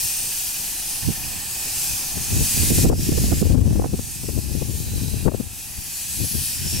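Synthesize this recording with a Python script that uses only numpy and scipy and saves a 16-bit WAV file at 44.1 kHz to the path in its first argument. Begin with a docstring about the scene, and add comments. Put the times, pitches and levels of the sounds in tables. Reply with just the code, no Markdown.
"""At a station, a miniature steam locomotive draws slowly away with its cylinder drain cocks open.
The jets are filtered noise: a bright hiss over a hollow roar with ringing pipes in it.
Beneath them the chimney beats softly in noise puffs, four to a wheel turn, gathering speed.
Wind buffets the two microphone ports as low noise with short hard blows; hiss and roar are heard
to dip under hard wind and recover slowly, and a limiter ducks everything at peaks over its ceiling."""
import sys
import numpy as np
from scipy import signal
from scipy.fft import rfft, irfft
from scipy.io import wavfile
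from scipy.ndimage import uniform_filter1d, minimum_filter1d

SR = 44100
rng = np.random.default_rng(int(sys.argv[2]) if len(sys.argv) > 2 else 0)


def transcribe(u):
    """Save the signal u as a 16-bit wav file named by the first command-line argument.

    u: samples, shape (n,) or (channels, n), limited to [-1, 1]; the rate is SR.
    q: integer samples, one column per channel.
    """
    v = np.clip(np.atleast_2d(u).T, -1, 1)
    q = np.round(v * 32767).astype(np.int16)
    wavfile.write(sys.argv[1], SR, q)


N = 299872

# heard level of hiss and roar, including dips under hard wind and slow recoveries:
# time_s, relative level_db
HEARD_LEVEL = [(0, -26), (.45, -28.5), (1.46, -31), (1.85, -25.5), (2.14, -28.5), (2.58, -21), (2.82, -22),
               (2.92, -28), (3.38, -28.5), (3.58, -39.5), (3.88, -38), (4.15, -33), (4.35, -35.5),
               (5.2, -34.5), (5.45, -39), (6.02, -31), (6.53, -27), (6.8, -27)]


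def drain_cocks(flutter_db=0.78, edge_hz=9000):
    """Turbulent jets: a bright hiss whose top comes and goes with their sharpness."""
    # spectrum of the hiss: frequency_hz, relative level_db per Hz
    hiss_colour = [(1500, -32.5), (3000, -12), (3900, -8.5), (5000, -3), (6400, -3), (8500, -0.5),
                   (11000, -1), (13300, -4), (15600, -7.5)]
    # sharpness of the jets: time_s, gain of the top_db, left minus right_db
    sharpness = [(0.0, 1.5, 2.5), (1.32, -0.5, 1.5), (2.71, -1, 2), (3.39, -2.5, 2), (3.58, -3.5, 1),
                 (4.66, -0.5, 2.5), (5.43, -0.5, 1), (6.34, 0, 3), (6.8, -4.5, 2)]
    heard_db, = in_time(HEARD_LEVEL)
    top_db, pan_db = in_time(sharpness)
    jet = patchy(airborne(hiss_colour))
    lowpass = signal.butter(1, edge_hz, fs=SR, output="sos")
    dull = signal.sosfiltfilt(lowpass, jet)
    top = jet - dull
    jet = dull + top * from_db(top_db)
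    pan_each_db = pan_db * [[0.5], [-0.5]]
    return jet * from_db(heard_db + 3.0 + flutter_db * drift(4.9) + pan_each_db)


def steam_roar(flutter_db=0.83):
    """The broader, lower voice of the jets, with the drain pipes ringing as resonances in it."""
    # spectrum of the roar: frequency_hz, relative level_db per Hz
    roar_colour = [(500, -18.5), (1000, -21), (1280, -18), (1750, -7), (2170, -12), (2450, -4.5),
                   (3100, -7), (3650, -11), (5000, -14.5), (9000, -42)]
    # roar against the heard level: time_s, relative level_db
    roar_balance = [(0, -14), (1.4, -10), (1.9, -13), (3.1, -13.3), (3.45, -10.5), (4.15, -13.5),
                    (5.7, -11), (6.5, -15.5), (6.8, -13)]
    # resonances of the drain pipes: centre_hz, width_hz, level_db against the roar noise
    pipe_modes = [(1950, 250, -15), (2512, 110, -4.5), (2630, 180, -13), (6260, 200, -2)]
    heard_db, = in_time(HEARD_LEVEL)
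    balance_db, = in_time(roar_balance)
    flow = airborne([(1000, 0), (10000, 0)])  # flat spectrum
    pipes = np.zeros((2, N))
    for centre_hz, width_hz, level_db in pipe_modes:
        pipes += from_db(level_db) * rms_one(resonate(flow, centre_hz, width_hz))
    voice = patchy(airborne(roar_colour) + pipes, broad_db=0.2, fine_db=1.9)
    return voice * from_db(heard_db + balance_db + 2.0 + flutter_db * drift(29))


def chimney(rise_s=0.017, count=21):
    """A hollow draught, and a soft puff each time a cylinder exhausts, at ever shorter gaps."""
    # draught through the smokebox and rolling gear: time_s, level_db
    draught_level = [(0, -44), (1.7, -40.5), (2.6, -39), (3.0, -51), (4.2, -49.5), (6.8, -48)]
    # spectrum of the draught: frequency_hz, relative level_db per Hz
    draught_colour = [(30, 12), (80, 5.5), (200, 2), (330, -0.5), (460, -8), (570, -11), (680, -3),
                      (750, 2), (840, 2.5), (910, -2), (1300, -9), (2500, -16.5)]
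    # spectrum of the puffs: frequency_hz, relative level_db per Hz
    puff_colour = [(60, 4), (150, 2), (280, -2.5), (450, -4.5), (600, -6), (800, -25), (1100, -12),
                   (2500, -32)]
    # the four uneven beats of a wheel turn: level_db against the draught
    beat_accents_db = [1, -4.5, -9, -10]
    beat_s, gap_s, gap_shrink_s = 0.233, 0.3605, 0.005  # first beat, first gap, loss per gap
    draught_db, = in_time(draught_level)
    beats = np.zeros(N)
    for k in range(count):
        age = np.clip((np.arange(N) / SR - beat_s) / rise_s, 0, 20)
        puff = age * np.exp(1 - age)  # peaks at 1 after the rise time
        beats += from_db(beat_accents_db[k % len(beat_accents_db)]) * puff
        beat_s += gap_s - gap_shrink_s * k
    draught = airborne(draught_colour)
    puffs = airborne(puff_colour) * beats
    return (draught + puffs) * from_db(draught_db)


def wind_levels():
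    """Level of the wind at each port in dB: the powers of steady flow and gusts add."""
    # steady wind on the ports: time_s, left_db, right_db
    steady_wind = [(0, -46, -58), (.95, -48.5, -47), (1.25, -44, -35), (1.7, -51, -46), (2.52, -34, -33),
                   (2.62, -24, -17.5), (2.82, -19, -15), (2.92, -10, -10.5), (3.04, -24.5, -20.5),
                   (3.32, -20, -21), (3.52, -12.5, -22.5), (3.8, -17, -20), (3.9, -21.5, -29),
                   (4.12, -36, -31.5), (4.3, -24, -33.5), (5.37, -20.5, -33), (5.56, -42, -52),
                   (6.8, -41, -34)]
    # short gusts on top of it: centre_s, length_s, left_db, right_db
    gusts = [(0.056, 0.027, -31.5, -54), (1.079, 0.054, -26, -15.5), (1.913, 0.067, -31, -48),
             (2.183, 0.065, -26, -37), (2.351, 0.069, -16.5, -19.5), (2.414, 0.052, -22, -17.5),
             (5.791, .035, -30, -31), (6.226, .05, -23.5, -35), (6.377, 0.078, -25.5, -37),
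             (6.743, 0.21, -24, -28)]
    power = from_db(in_time(steady_wind)) ** 2
    for centre_s, length_s, left_db, right_db in gusts:
        gust = from_db([[left_db], [right_db]]) * passing(centre_s, length_s)
        power = power + gust ** 2
    return 10 * np.log10(power)


def wind_port(port, wind_db, rumble_db, eddy_db, crack_db=4.0, strong_db=-22.0, growth=1.86,
              lumpy_db=6.0, surge_db=2.2, waver_db=2.2, crackle_db=-21.5, ragged_db=6.0):
    """Air tumbles over one port: a rumble, eddies that catch up with it in strong wind, hard buffets."""
    # spectrum of the rumble: frequency_hz, relative level_db per Hz
    rumble_colour = [(15, -28), (30, -15.5), (50, 1), (80, 5), (130, -1), (200, -8), (300, -14.5),
                     (450, -30), (800, -41.5), (1500, -54)]
    # spectrum of the small eddies and thuds: frequency_hz, relative level_db per Hz
    eddy_colour = [(40, -2.5), (120, 3), (240, 3.5), (400, -4), (650, -18.5), (1000, -29), (1600, -43),
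                   (3000, -71)]
    # spectrum of the cracks: frequency_hz, relative level_db per Hz
    crack_colour = [(200, -8), (500, 10), (750, 0.5), (1100, -8.5), (1600, -17), (2400, -28), (5000, -53)]
    # hard eddies that strike one port: centre_s, port, thud_db, relative crack_db, length_s
    buffets = [(2.714, "right", -9, -46, 0.015), (2.719, "left", -16, -45, 0.019),
               (2.786, "right", -12.5, -31, 0.011), (2.857, "right", -4, -23.5, 0.023),
               (2.902, "left", 2, -13, 0.01), (2.917, "right", -9, -14.5, .022),
               (2.93, "left", -6, -11.5, 0.012), (3.093, "left", -8, -54, 0.0066),
               (3.125, "left", -15.5, -31, 0.0069), (3.183, "right", -21, -31, 0.011),
               (3.325, "right", -9, -23.5, 0.014), (3.426, "right", -6.5, -37, 0.013),
               (3.553, "left", -7, -31, 0.016), (3.798, "left", -14.5, -24, .007),
               (3.822, "right", -23, -31, .012), (3.844, "right", -24, -21, 0.0073),
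               (3.859, "right", -18, -27.5, 0.0095), (3.941, "left", -13, -37, 0.012),
               (3.994, "left", -15, -31, 0.006), (4.24, "left", -21.5, -40, 0.0086),
               (4.291, "left", -14.5, -48, 0.0064), (4.622, "left", -13.5, -43, 0.011),
               (5.261, "left", -7.5, -27, 0.0088), (5.282, "left", -2.5, -14, 0.018),
               (5.32, "left", -20, -26, 0.0086), (5.346, "left", -16, -22.5, 0.013),
               (5.405, "left", -14.5, -35, 0.0087), (6.347, "left", -24.5, -59, 0.0085)]
    wind_db = wind_db + waver_db * drift(4.3)
    lumps = drift(49)  # each lump of air lifts the rumble and its eddies together
    rumble = evened(noise(rumble_colour), span_s=0.038)
    rumble = rumble * from_db(wind_db + rumble_db + surge_db * lumps)
    # below strong_db the eddies fall off faster than the wind does
    weakness_db = (growth - 1) * np.minimum(wind_db - strong_db, 0)
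    churn = from_db(wind_db + eddy_db + weakness_db + lumpy_db * lumps)
    thuds = np.zeros(N)
    cracks = churn * from_db(crackle_db + ragged_db * drift(60))
    for centre_s, struck, low_db, high_db, length_s in buffets:
        if struck == port:
            eddy = passing(centre_s, length_s)
            thuds += from_db(low_db) * eddy
            cracks += from_db(high_db + crack_db) * eddy ** 2  # fine swirls sit in the eddy's core
    eddies = evened(noise(eddy_colour), span_s=0.01025) * np.hypot(churn, thuds)
    crackle = evened(noise(crack_colour), span_s=0.014) * cracks
    return rumble + eddies + crackle


def patchy(x, broad_db=1.0, fine_db=2.47, broad_hz=280, fine_hz=45, life_s=0.19,
           sing_share=0.03, sing_s=0.23, size=2048):
    """Hot, swirling air focuses the sound by turns: patches of the spectrum swell and fade."""
    # the jets sing briefly in one band: centre_s, centre_hz, boost_db
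    singing = [(.35, 8650, 6.5), (.5, 13400, 5), (2.25, 6500, 4.5), (3.0, 5560, 7), (4.2, 8050, 4),
               (4.95, 4030, 10.5), (6.3, 10650, 5), (6.75, 5470, 6)]
    hz, t, frames = signal.stft(x, SR, nperseg=size)
    shape = (len(hz), len(t))
    life_frames = life_s / t[1]
    gain_db = broad_db * swirl(shape, broad_hz / hz[1], life_frames)
    gain_db = gain_db + fine_db * swirl(shape, fine_hz / hz[1], life_frames)
    for centre_s, centre_hz, boost_db in singing:
        off_pitch = (hz[:, None] / centre_hz - 1) / sing_share
        off_time = (t - centre_s) / sing_s
        gain_db = gain_db + boost_db * np.exp(-off_pitch ** 2 - off_time ** 2)
    _, shaped = signal.istft(frames * from_db(gain_db), SR)
    return rms_one(shaped[:, :N])


def swirl(shape, rows, columns):
    """A smooth random field of spread 1: white chance averaged over frequency and time."""
    field = rng.standard_normal(shape)
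    for _ in range(2):
        field = uniform_filter1d(field, max(round(rows), 1), axis=0, mode="wrap")
        field = uniform_filter1d(field, max(round(columns), 1), axis=1, mode="wrap")
    return rms_one(field)


def airborne(colour):
    """Stereo noise from ahead, less alike at the two ports as the pitch rises overall."""
    # how the ports hear the engine: frequency_hz, correlation, left minus right_db, left phase lead_rad
    port_hearing = np.array([(60, 1, 4, 0), (300, 1, 1, 0), (800, 0.89, 1.5, 0), (1290, 0.77, 1.5, 0.25),
                             (2500, 0.88, -0.5, 0.055), (4400, 0.66, -1.5, 0.36), (6500, 0.52, -1.7, 0.042),
                             (8700, 0.51, -4.5, 1.33), (11700, .42, 2.5, 1.36), (16000, .35, -2.5, 1.2)])
    hz = bins_hz()
    alike, pan_db, lead_rad = (at_hz(port_hearing[:, [0, k]], hz) for k in range(1, 4))
    alike = np.clip(alike, -1, 1)
    ears = np.array([[1], [-1]])  # left, right
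    mid, side = rfft(rng.standard_normal((2, N)))
    both = np.sqrt(1 + alike) * mid + np.sqrt(1 - alike) * side * ears
    gain = from_db(at_hz(colour, hz) + ears * pan_db / 2)
    phase = np.exp(0.5j * ears * lead_rad)
    return rms_one(irfft(both * gain * phase, N))


def noise(colour):
    """One channel of noise with the given spectrum, at unit power."""
    spectrum = rfft(rng.standard_normal(N))
    return rms_one(irfft(spectrum * from_db(at_hz(colour, bins_hz())), N))


def resonate(x, hz, width_hz):
    """A two-pole resonance with gain 1 on top."""
    r = np.exp(-np.pi * width_hz / SR)
    zeros = np.array([1, 0, -1]) * (1 - r * r) / 2
    poles = [1, -2 * r * np.cos(2 * np.pi * hz / SR), r * r]
    return signal.lfilter(zeros, poles, x)


def evened(x, span_s):
    """Take the slow swells out of a noise and keep its single lumps."""
    local_power = uniform_filter1d(x ** 2, max(int(span_s * SR), 2))
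    return x / np.sqrt(local_power + 0.0084)


def passing(centre_s, length_s):
    """A bell-shaped swell as a body of air goes by."""
    distance = (np.arange(N) / SR - centre_s) / length_s
    return np.exp(-2 * np.minimum(distance ** 2, 10))


def drift(rate_hz):
    """Slow chance with spread 1: noise through two equal one-pole lowpasses."""
    step = 40  # samples between drawn values
    r = np.exp(-2 * np.pi * rate_hz * step / SR)
    chance = rng.standard_normal(N // step + 2002)
    slow = signal.lfilter([1], [1, -2 * r, r * r], chance)[2000:]  # drop the filter's start
    return np.interp(np.arange(N) / step, np.arange(len(slow)), rms_one(slow))


def from_db(db):
    """Decibels to amplitude gain."""
    return 10 ** (np.asarray(db) / 20)


def rms_one(x):
    """Scale to unit power."""
    return x / np.sqrt(np.mean(x ** 2) + 1e-20)


def in_time(rows):
    """Each column of a curve at every sample."""
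    time_s, *columns = np.transpose(rows)
    return [np.interp(np.arange(N) / SR, time_s, column) for column in columns]


def at_hz(points, hz):
    """Read a spectrum on a log-frequency axis."""
    f, value = np.transpose(points)
    return np.interp(np.log(np.maximum(hz, 1)), np.log(f), value)


def bins_hz():
    """Frequencies of the spectrum of a whole signal."""
    return np.arange(N // 2 + 1) * SR / N


def scene():
    """The engine ahead, the wind at the microphone ports."""
    engine = drain_cocks() + steam_roar() + chimney()
    left_db, right_db = wind_levels()
    left = wind_port("left", left_db, rumble_db=0.0, eddy_db=-12.0)
    right = wind_port("right", right_db, rumble_db=-1.5, eddy_db=-13.0)
    return engine + np.array([left, right])


def limiter(x, ceiling_db=-4.6, release_db_per_s=118.0):
    """Both channels duck together when a peak passes the ceiling, then recover."""
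    peak_db = 20 * np.log10(np.abs(x).max(axis=0) + 1e-9)
    over_db = np.maximum(peak_db - ceiling_db, 0)
    ramp_db = release_db_per_s * np.arange(N) / SR
    held_db = np.maximum.accumulate(over_db + ramp_db) - ramp_db  # jumps up, then falls steadily
    widened_db = minimum_filter1d(-held_db, size=88)  # 2 ms, so the gain is down around each peak
    return x * from_db(uniform_filter1d(widened_db, size=88))


def record(dry):
    """Limiter, then a steep elliptic lowpass that cuts the top."""
    lowpass = signal.ellip(12, 0.1, 80, 15750, fs=SR, output="sos")  # ripple dB, stop dB, cutoff Hz
    return signal.sosfilt(lowpass, limiter(dry))


dry = scene()
out = record(dry)
transcribe(out)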